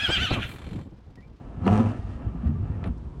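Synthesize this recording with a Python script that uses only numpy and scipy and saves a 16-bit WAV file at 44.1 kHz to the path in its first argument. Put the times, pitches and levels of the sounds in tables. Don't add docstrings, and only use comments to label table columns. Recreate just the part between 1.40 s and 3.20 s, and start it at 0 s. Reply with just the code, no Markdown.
import sys
import numpy as np
from scipy import signal
from scipy.io import wavfile
from scipy.ndimage import uniform_filter1d

SR = 44100
rng = np.random.default_rng(int(sys.argv[2]) if len(sys.argv) > 2 else 0)


def wav_record(signal):
    frames = np.transpose(np.atleast_2d(signal))
    bounded = np.clip(frames, -1, 1)
    quanta = np.round(bounded * 32767).astype(np.int16)
    wavfile.write(sys.argv[1], SR, quanta)


N = 79380
T = np.arange(N) / SR


def amp(db):
    return 10 ** (np.asarray(db) / 20)


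def unit(x):
    return x / np.sqrt(np.mean(x ** 2) + 1e-20)


def noise():
    return rng.standard_normal(N)


def wander(samples):
    return unit(uniform_filter1d(uniform_filter1d(noise(), samples), samples))


def curve(table, column=1):
    rows = np.array(table)
    return np.interp(T, rows[:, 0], rows[:, column])


def level(table, column):
    outside_s = np.maximum(np.maximum(table[0][0] - T, T - table[-1][0]), 0)
    return amp(curve(table, column)) * np.exp(-outside_s * 200)


def colour(x, spectrum):
    hz, db = np.transpose(spectrum)
    bins_hz = abs(np.fft.fftfreq(8192, 1 / SR))
    log_gain = np.log(amp(np.interp(np.log(bins_hz + 1), np.log(hz), db)))
    minimum_phase = np.exp(np.conj(signal.hilbert(log_gain)))
    taps = np.fft.ifft(minimum_phase).real[:len(bins_hz) // 2]
    return signal.fftconvolve(x, taps / np.linalg.norm(taps))[:N]


def resonate(x, hz, width_hz):
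    turn = np.exp(2j * np.pi * np.cumsum(hz * np.ones(N)) / SR)
    pole = np.exp(-np.pi * abs(width_hz) / SR)
    return 2 * (turn * signal.lfilter([1 - pole], [1, -pole], x / turn + 1e-18)).real


def whistle(hz, width_hz):
    return unit(resonate(resonate(noise(), hz, width_hz), hz, width_hz))


# freq_hz, gain_db
CABIN_SPECTRUM = [(18, -33), (35, -11), (56, 3), (80, -8), (135, -6), (170, -13), (240, -14), (330, -18),
                  (400, -23.5), (650, -31), (980, -30), (1400, -38.5), (2000, -46.5), (3000, -49),
                  (4500, -55), (9500, -64.5), (11000, -71.5)]

def cabin(level_db=-37.5, swell_db=2):
    air = unit(colour(noise(), CABIN_SPECTRUM))
    rumble = signal.sosfiltfilt(signal.butter(2, 150, fs=SR, output="sos"), air)
    hiss = air - rumble
    return amp(level_db) * (hiss + rumble * amp(swell_db * wander(1500)))


def cabin_echo(x, wet_db=-9, t60_s=.07):
    tail = noise() * amp(-60 * T / t60_s) * (T > .002)
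    tail = signal.sosfilt(signal.butter(2, 350, "high", fs=SR, output="sos"), tail)
    return x + amp(wet_db) * signal.fftconvolve(x, tail / np.linalg.norm(tail))[:N]


# pitch_hz, width_hz, level_db
MOTOR_TONES = [(1198.5, 56, -62), (1872, 27, -70)]

def motor(on_s=.22, off_s=1.415, ramp_s=.094, load_sag=.015, load_db=2):
    running = np.clip(np.minimum(T - on_s, off_s - T) / ramp_s, 0, 1)
    load = wander(2000)
    speed = 1 - load_sag * load
    whine = sum(amp(db) * whistle(hz * speed, width) for hz, width, db in MOTOR_TONES)
    return running * amp(load_db * load) * whine


# time_s, rub_db, hiss_db
SLIDE_LEVELS = [(0, -50.5, -91), (.19, -46.5, -97), (.245, -37, -60), (.52, -34.5, -62.5),
                (.62, -46.5, -67), (.75, -45.5, -63.5), (.8, -43, -76), (.85, -43, -84),
                (.93, -48.5, -91.5), (1.06, -42, -71.5), (1.18, -50, -87), (1.3, -43.5, -78),
                (1.39, -46.5, -97), (1.46, -36.5, -75), (1.52, -52.5, -90)]
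# freq_hz, gain_db
RUB_SPECTRUM = [(100, -9.5), (240, 9), (420, -6), (650, -3.5), (1000, -13), (1300, -12), (2000, -24),
                (2800, -24), (4500, -49.5), (10000, -53)]
HISS_SPECTRUM = [(1000, -1.5), (2800, 10), (4000, 3.5), (6000, -1.5), (9000, -7.5), (10500, -12.5)]

def slide(grain_db=1.5):
    grain = unit(amp(grain_db * wander(120)))
    rub = colour(noise() * grain, RUB_SPECTRUM) * level(SLIDE_LEVELS, 1)
    hiss = colour(noise() * grain, HISS_SPECTRUM) * level(SLIDE_LEVELS, 2)
    return rub + hiss


# peak_s, half_length_s, pitch_hz, width_hz, level_db
RUBBER_SQUEAKS = [(.2575, .0045, 4280, 400, -52), (1.078, .005, 4500, 5000, -66),
                  (1.471, .014, 9700, 1600, -71), (1.581, .005, 5200, 6000, -70)]

def squeak(peak_s, half_length_s, pitch_hz, width_hz, level_db):
    return amp(level_db) * np.exp(-((T - peak_s) / half_length_s) ** 2) * whistle(pitch_hz, width_hz)


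# start_s, rise_s, decay_s, pitch_hz, level_db, upper_hz, upper_db
LINKAGE_THUMPS = [(0.163, 0.0086, 0.015, 88.7, -25.5, 155.5, -28.5),
                  (0.208, 0.021, 0.023, 93.3, -21.5, 235.2, -31.5),
                  (0.259, 0.023, 0.032, 90.6, -27, 184.9, -14.5),
                  (0.59, 0.0053, 0.0059, 90, -20.5, 178, -42), (0.629, 0.025, 0.073, 96.5, -29.5, 182, -45),
                  (0.753, 0.007, 0.024, 61.6, -24.5, 198, -59),
                  (0.839, 0.0089, 0.12, 57.6, -28.5, 209.2, -36.5),
                  (.864, 0.0017, 0.019, 103.5, -18.5, 302, -35.5),
                  (0.94, 0.011, 0.018, 169, -28, 255.7, -34),
                  (1.02, 0.029, 0.02, 177.5, -25.5, 228.8, -25.5),
                  (1.046, 0.023, 0.048, 75.7, -16.5, 141, -34.5),
                  (1.083, 0.0046, 0.048, 140.8, -23, 224, -24.5),
                  (1.09, 0.011, 0.0088, 109.4, -35, 283, -29), (1.463, 0.0062, 0.03, 85.5, -21, 176.5, -25),
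                  (1.491, 0.0059, 0.021, 65, -22.5, 229, -30)]

def thump(start_s, rise_s, decay_s, pitch_hz, level_db, upper_hz, upper_db):
    t = np.maximum(T - start_s, 0)
    swell = np.sin(np.pi / 2 * np.minimum(t / rise_s, 1)) ** 2
    fade = np.exp(-np.maximum(t - rise_s, 0) / decay_s)
    lower = amp(level_db) * np.sin(2 * np.pi * pitch_hz * t)
    upper = amp(upper_db) * np.sin(2 * np.pi * upper_hz * t)
    return swell * fade * (lower + upper)


# pitch_hz, width_hz, gain_db
GLASS_MODES = [(440, 30, -8), (540, 26, -4), (670, 22, -7), (718, 22, 1), (775, 20, -4), (829, 20, -5),
               (981, 22, -3), (1130, 40, -8), (1232, 22, -4), (2420, 100, -21), (2800, 70, -24)]
# freq_hz, gain_db
KNOCK_SPECTRUM = [(100, -46), (250, -21), (350, 9), (480, 3), (600, 1.5), (790, -5), (920, -3.5),
                  (1280, -3), (1550, -18.5), (2200, -19), (5000, -68.5)]

def windshield(strikes, ring_db=-3):
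    ring = sum(amp(db) * resonate(strikes, hz, width) for hz, width, db in GLASS_MODES)
    ring = signal.sosfilt(signal.butter(2, 3000, fs=SR, output="sos"), ring)
    return colour(strikes, KNOCK_SPECTRUM) + amp(ring_db) * unit(ring) * strikes.std()


# start_s, knock_db, click_db, ring_db, decay_s
BLADE_SNAPS = [(0.233, -47, -85, -43, 0.0023), (0.2641, -21, -41, -27, 0.0041),
               (0.2776, -12, -26, -26, 0.0014), (0.2893, -11, -53, -28, 0.00082),
               (1.072, -69, -50, -79, 0.0051), (1.429, -38, -66, -57, 0.005),
               (1.4406, -50, -34.5, -46, 0.0029), (1.458, -34.5, -49, -58, 0.0052),
               (1.474, -55, -45, -46, 0.0034)]
# freq_hz, gain_db
CLICK_SPECTRUM = [(300, -7), (1200, 11), (2200, 12), (3400, 7), (4500, -2), (5500, -13), (9600, -23.5),
                  (11000, -20)]

def snaps():
    knocks, clicks, ring = np.zeros((3, N))
    for start_s, knock_db, click_db, ring_db, decay_s in BLADE_SNAPS:
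        t = np.maximum(T - start_s, 0)
        fade = (T >= start_s) * np.exp(-t / decay_s)
        knocks += amp(knock_db) * fade
        clicks += amp(click_db) * fade
        for k, (hz, width, db) in enumerate(GLASS_MODES):
            mode = np.exp(-np.pi * width * t) * np.sin(2 * np.pi * hz * t)
            ring += (-1) ** k * amp(ring_db + db) * mode
    return colour(knocks * noise(), KNOCK_SPECTRUM) + colour(clicks * noise(), CLICK_SPECTRUM) + ring


def stick_slip(rate_hz, start_s, jitter=.006, spread_db=.9, burst_s=.0028):
    cycles = np.cumsum(rate_hz * (T > start_s) * (1 + jitter * wander(200))) / SR
    pulses = np.diff(np.floor(cycles), prepend=0) * amp(spread_db * noise())
    bursts = signal.lfilter([1], [1, -np.exp(-1 / (burst_s * SR))], pulses)
    return pulses * np.sqrt(SR / rate_hz), unit(bursts) * noise()


def scatter(pulses, delay_s, spread_s=.00025):
    onsets = np.flatnonzero(pulses)
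    lag = (delay_s + spread_s * rng.standard_normal(len(onsets))) * SR
    delayed = np.zeros(N)
    delayed[np.clip(onsets + lag.astype(int), 0, N - 1)] = pulses[onsets]
    return delayed


# time_s, slip_rate_hz, level_db
RETURN_STROKE = [(1.1, 82, -35.5), (1.17, 83, -26.5), (1.2, 95, -36.5), (1.232, 105.7, -23.5),
                 (1.27, 94.6, -39), (1.305, 86, -26.5), (1.33, 115, -40.5), (1.38, 82.4, -33.5),
                 (1.43, 91, -32)]
# freq_hz, gain_db
CHATTER_SPECTRUM = [(25, -21.5), (60, -4), (100, 6.5), (180, -5), (280, -18.5), (400, -23), (1500, -96)]

def chatter(roughness=.48):
    pulses, grit = stick_slip(curve(RETURN_STROKE), start_s=RETURN_STROKE[0][0])
    return colour(pulses + roughness * grit, CHATTER_SPECTRUM) * level(RETURN_STROKE, 2)


# time_s, pitch_hz
GROAN_GLIDE = [(.28, 184), (.305, 208), (.345, 216), (.375, 208), (.405, 229), (.52, 238)]

def groan(jitter=.035, rough_db=1.8):
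    pitch_hz = curve(GROAN_GLIDE) * (1 + jitter * wander(150))
    tone = np.sin(2 * np.pi * np.cumsum(pitch_hz) / SR)
    return unit(tone * amp(rough_db * wander(200)))


# time_s, slip_rate_hz
UPSTROKE_RATE = [(.267, 88), (.295, 86), (.305, 107), (.36, 108), (.378, 96), (.402, 120), (.43, 103),
                 (.52, 107)]
# time_s, boom_db, groan_and_drum_db, knock_db, rasp_db
UPSTROKE_LEVELS = [(.2, -37, -58, -67, -71.5), (.25, -41, -30, -43.5, -86), (.27, -36, -16.5, -30, -43),
                   (.295, -26.5, -28, -34.5, -51), (.325, -18.5, -18.5, -28, -48.5),
                   (.372, -27, -24.5, -30.5, -47.5), (.402, -23, -18, -30.5, -50),
                   (.45, -21.5, -24, -39.5, -57.5), (.512, -31.5, -30, -47, -54.5),
                   (.533, -39, -36, -67, -70), (.58, -51, -68, -60, -65)]
# freq_hz, gain_db
BOOM_SPECTRUM = [(25, -64), (60, -9.5), (85, -1.5), (102, 3.5), (118, -12.5), (140, 2.5), (300, -31.5),
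                 (1000, -89)]
DRUM_SPECTRUM = [(60, -55), (140, -17), (175, 7), (210, -1), (260, -1), (310, -5), (360, -4.5), (600, -47),
                 (2000, -88)]
RASP_SPECTRUM = [(300, -20), (1000, -2), (1600, -2), (2100, -2), (2500, -1), (2900, -3), (3300, -15),
                 (4300, -13), (5000, -16), (5900, -12), (7300, -18), (8600, -15), (11000, -29)]

def judder(roughness=.33, rebound_s=.0044, rebound_db=-4, groan_db=-3.5, drum_db=-5):
    pulses, grit = stick_slip(curve(UPSTROKE_RATE), start_s=.1985)
    strikes = scatter(pulses, 0) + amp(rebound_db) * scatter(pulses, rebound_s)
    gritty_strikes = (1 - roughness) * strikes + roughness * grit
    knock = unit(windshield(gritty_strikes)) * level(UPSTROKE_LEVELS, 3)
    rasp = unit(colour(grit, RASP_SPECTRUM)) * level(UPSTROKE_LEVELS, 4)
    boom = colour(pulses, BOOM_SPECTRUM) * level(UPSTROKE_LEVELS, 1)
    groan_and_drum = amp(groan_db) * groan() + amp(drum_db) * colour(pulses, DRUM_SPECTRUM)
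    low_end = boom + groan_and_drum * level(UPSTROKE_LEVELS, 2)
    return knock + rasp - low_end


def scene():
    wiper = judder() + chatter() + snaps() + slide() + motor()
    wiper += sum(squeak(*row) for row in RUBBER_SQUEAKS)
    wiper += sum(thump(*row) for row in LINKAGE_THUMPS)
    return (cabin_echo(wiper) + cabin())[None]


def record(dry):
    lowpass = signal.firwin(511, 10500, window=("kaiser", 9), fs=SR)
    return signal.oaconvolve(dry, lowpass[None], "same")


dry = scene()
out = record(dry)
wav_record(out)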